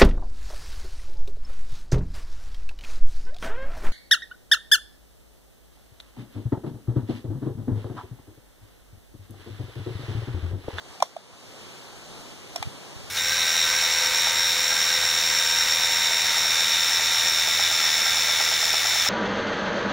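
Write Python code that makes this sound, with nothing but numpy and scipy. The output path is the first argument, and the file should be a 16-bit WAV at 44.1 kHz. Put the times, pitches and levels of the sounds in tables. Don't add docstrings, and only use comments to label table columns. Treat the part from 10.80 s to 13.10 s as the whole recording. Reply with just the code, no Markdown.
import sys
import numpy as np
from scipy import signal
from scipy.fft import rfft, irfft, next_fast_len
from scipy.io import wavfile
from scipy.ndimage import uniform_filter1d, map_coordinates

SR = 44100
rng = np.random.default_rng(int(sys.argv[2]) if len(sys.argv) > 2 else 0)


def generate_wav(sig):
    pcm = np.round(np.clip(np.atleast_2d(sig).T, -1, 1) * 32767).astype(np.int16)
    wavfile.write(sys.argv[1], SR, pcm)


N = 101430


def amp(db):
    return 10 ** (np.asarray(db) / 20)


def unit(x):
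    return x / np.sqrt(np.mean(x ** 2) + 1e-20)


def along(points, hz):
    point_hz, value = np.transpose(points)
    return np.interp(np.log(hz + 1), np.log(point_hz + 1), value)


def wobble(rate):
    knots = rng.standard_normal(int(N * rate / SR) + 4)
    return map_coordinates(knots, [np.arange(N) * rate / SR])


def filtered(x, response):
    size = next_fast_len(x.shape[-1] + 8192)
    spectrum = rfft(x, size) * response(np.fft.rfftfreq(size, 1 / SR))
    return irfft(spectrum, size)[..., :x.shape[-1]]


def near(hz, centre_hz, spread):
    return np.exp(-(np.log2(hz / centre_hz) / spread) ** 2 / 2)


def swell(u):
    return (u * np.exp(1 - u)) ** 3


def wind():
    # time in seconds, level in dB.
    hiss_level = [(0, -50), (.15, -46.5), (.29, -52), (.52, -51.5), (.8, -48), (1.19, -44.5), (1.75, -44),
                  (2.3, -44.5)]
    # frequency in Hz, relative density in dB per Hz.
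    leaf_tone = [(20, -35), (60, -10.5), (120, 1.5), (400, -3), (1000, -10.5), (1900, -14.5), (2500, -11),
                 (5000, -13), (8000, -17.5), (12000, -28), (15000, -37), (15350, -67), (16200, -75)]
    # frequency in Hz, correlation (0 to 1).
    likeness = [(50, 0.38), (300, 0.89), (800, 0.44), (2000, 0.047), (12000, 0.045)]
    # frequency in Hz, left over right port in dB.
    side_lean = [(60, -0.5), (500, -2.5), (2000, -0.5), (8000, 0.5), (14000, 10.2)]
    rumble_db, rumble_hz = -15.5, 123
    lumps_db = 5

    noise = signal.stft(rng.standard_normal((2, N + 512)), nperseg=512)[2]
    patches = uniform_filter1d(rng.standard_normal(noise.shape[1:]), 6, 0)
    patches = unit(uniform_filter1d(patches, 14, 1))
    pair = signal.istft(noise * amp(0.95 * patches), nperseg=512)[1][:, :N]

    def mid_side(hz):
        turn = np.arccos(np.clip(along(likeness, hz), -1, 1)) / 2
        return amp(along(leaf_tone, hz)) * [np.cos(turn), np.sin(turn)]

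    mid, side = filtered(pair, mid_side)
    ports = np.array([mid + side, mid - side])
    ports = filtered(ports, lambda hz: amp(np.outer([0.5, -0.5], along(side_lean, hz))))

    def low_band(hz):
        return (hz / 60) / (1 + (hz / 60) ** 2) / (1 + (hz / rumble_hz) ** 2)

    low = filtered(rng.standard_normal((2, N)), low_band)
    rumble = unit(low * amp(lumps_db * wobble(8.2)))

    s, db = np.transpose(hiss_level)
    level = amp(np.interp(np.arange(N) / SR, s, db) + 1.2 * wobble(4.97))
    return level * (unit(ports) + amp(rumble_db) * rumble)


def bumps():
    # start in seconds, envelope peak at the right port in dB, frequency in Hz.
    puffs = [(.090, -42, 70), (.525, -44, 80), (.675, -43, 80), (1.605, -49, 60), (1.700, -44, 45),
             (1.797, -29.5, 96), (1.851, -28.5, 94), (1.866, -22.5, 121), (2.155, -33.5, 89),
             (2.192, -35, 118), (2.225, -41, 50)]
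    left_share = -0.03
    out = np.zeros(N + SR)
    t = np.arange(SR // 10) / SR
    for s, db, hz in puffs:
        puff = amp(db) * swell(t * hz * 1.13) * np.sin(2 * np.pi * hz * t)
        out[round(s * SR):][:len(t)] += puff
    return out[:N] * np.array([[left_share], [-1]])


def hollow_knock(t, knock_db, first_hz, last_hz, upper_db, upper_hz, rise):
    settle_s = 0.0042
    upper_rise = 0.73 * rise
    turns = last_hz * t + (first_hz - last_hz) * settle_s * (1 - np.exp(-t / settle_s))
    low = amp(knock_db) * swell(t / (3 * rise)) * np.sin(2 * np.pi * turns)
    upper = amp(upper_db) * swell(t / (3 * upper_rise)) * np.sin(2 * np.pi * upper_hz * t)
    return low - upper


def metal_rattle(t, rise, metal_db, ring_hz, tilt_db):
    mode_hz = [1340, 1710, 2070, 2375, 3320, 3540, 3860, 4300, 5545, 5835, 6490, 7160, 8550, 11850, 13900]
    # relative level in dB, time to decay by 60 dB in seconds.
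    modes = [(-8, 0.031), (-11, 0.034), (-10, 0.061), (-3, 0.036), (2.5, 0.021), (3.5, 0.026), (-4, 0.034),
             (0, .015), (-3.5, 0.025), (-4, 0.022), (-5, .015), (-7.5, 0.034), (-6, 0.013), (-34, .02),
             (-3, 0.014)]
    # frequency in Hz, gain in dB.
    crack_tone = [(300, -37), (600, -3), (2000, 7.5), (5000, 7), (10000, 0), (14500, -11), (16000, -20)]
    contact_s, crack_db = 0.0034, 22
    boost_db, boost_oct = 13, 0.1
    line_width_hz, ring_rise_s = 40, 0.0019

    late = np.maximum(t - 1.02 * rise, 0)
    u = late / contact_s
    contacts = rng.standard_normal((2, len(t))) * u * np.exp(-2 * u ** 1.37)
    contacts /= np.linalg.norm(contacts[0])

    def tilt(hz):
        return tilt_db * np.log2((hz + 1) / 4000)

    crack = amp(crack_db) * filtered(contacts, lambda hz: amp(along(crack_tone, hz) + tilt(hz)))

    hz = np.array(mode_hz)[:, None]
    db, t60 = np.transpose(modes)[..., None]
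    steps = rng.standard_normal((len(modes), len(t)))
    wander = np.cumsum(steps, axis=1) * np.sqrt(line_width_hz * 2 * np.pi / SR)
    phase = 2 * np.pi * (hz * t + rng.random(hz.shape)) + wander
    mode_db = db + boost_db * near(hz, ring_hz, boost_oct) + tilt(hz) + rng.normal(0, 0.69, hz.shape)
    ring = (amp(mode_db - 60 * late / t60) * np.sin(phase)).sum(0)
    ring = ring * (1 - np.exp(-(late / ring_rise_s) ** 2))
    return amp(metal_db) * (ring + crack)


def magazine():
    # start in seconds, knock level in dB, first and last pitch of the low mode in Hz,
    # upper mode level in dB, upper mode pitch in Hz, rise in seconds (a third of the low mode's time to peak),
    # metal gain in dB, favoured ring in Hz, metal tilt in dB per octave,
    # left over right port in dB, delay of the left port in seconds.
    knocks = [(0.2, -35.5, 756, 740, -52, 1120, 0.0017, -47, 2370, -0.5, -13, 0.000069),
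              (0.2223, -14, 1114, 463, -15, 1062, 0.0012, -27, 6040, 0, -5, 0.00012),
              (0.3636, -27.5, 720, 638, -45, 1110, 0.0011, -52, 3570, -2, 3, 0.00013),
              (1.7576, -29.5, 734, 665, -37, 994, 0.0013, -33, 5400, 1, -11, .00012),
              (1.7750, -44, 740, 670, -54, 1070, 0.0024, -48, 5600, 1, -1, 0.00016),
              (1.8247, -26.5, 815, 800, -37.5, 1130, 0.00088, -35, 2400, -0.5, 6.5, 0.000083)]
    out = np.zeros((2, N + SR))
    t = np.arange(SR // 10) / SR
    for s, *box, rise, metal_db, ring_hz, tilt_db, pan_db, lag in knocks:
        contact = hollow_knock(t, *box, rise) + metal_rattle(t, rise, metal_db, ring_hz, tilt_db)

        def way_to_ports(hz):
            delay = np.exp(-2j * np.pi * hz * np.array([[lag], [0]]))
            return amp([[pan_db / 2], [-pan_db / 2]]) * delay

        sound = filtered(contact, way_to_ports)
        out[:, round(s * SR):][:, :sound.shape[1]] += sound
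    return out[:, :N]


def nearby(x):
    # frequency in Hz, time to decay by 60 dB in seconds.
    echo_decay = [(300, 0.085), (1000, 0.085), (4000, 0.2), (12000, 0.3)]
    # frequency in Hz, echo gain in dB.
    echo_tone = [(500, -12.5), (1500, -17), (4000, -11), (12000, -16.5)]
    hz, t, noise = signal.stft(rng.standard_normal((2, SR // 4)), SR, nperseg=128)
    fade = amp(-60 * t / along(echo_decay, hz)[:, None])
    tail = signal.istft(noise * fade, SR, nperseg=128)[1]
    tail = tail / np.linalg.norm(tail[0])
    delayed = np.pad(x, ((0, 0), (200, 0)))
    echoes = signal.fftconvolve(delayed, tail, axes=1)[:, :N]
    return filtered(echoes, lambda hz: amp(along(echo_tone, hz)))


def scene():
    clicks = magazine()
    return wind() + bumps() + clicks + nearby(clicks)


def record(dry):
    # frequency in Hz, share of that port (0 to 1).
    cross_left = [(100, 0.87), (1300, 1), (2600, .99), (4000, 0.76), (7000, 0.56), (12000, 0.41)]
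    cross_right = [(100, 0.71), (1300, 1), (2600, 1), (4000, 0.65), (7000, 0.32), (12000, 0.6)]
    port_lag_s, top_hz = 0.0003898, 16225

    def crossing(hz):
        share = np.clip([along(cross_left, hz), along(cross_right, hz)], 0, 1)
        return share * np.exp(-2j * np.pi * hz * port_lag_s)

    late = filtered(dry[::-1], crossing)
    return filtered(dry - late, lambda hz: hz < top_hz)


dry = scene()
out = record(dry)
generate_wav(out)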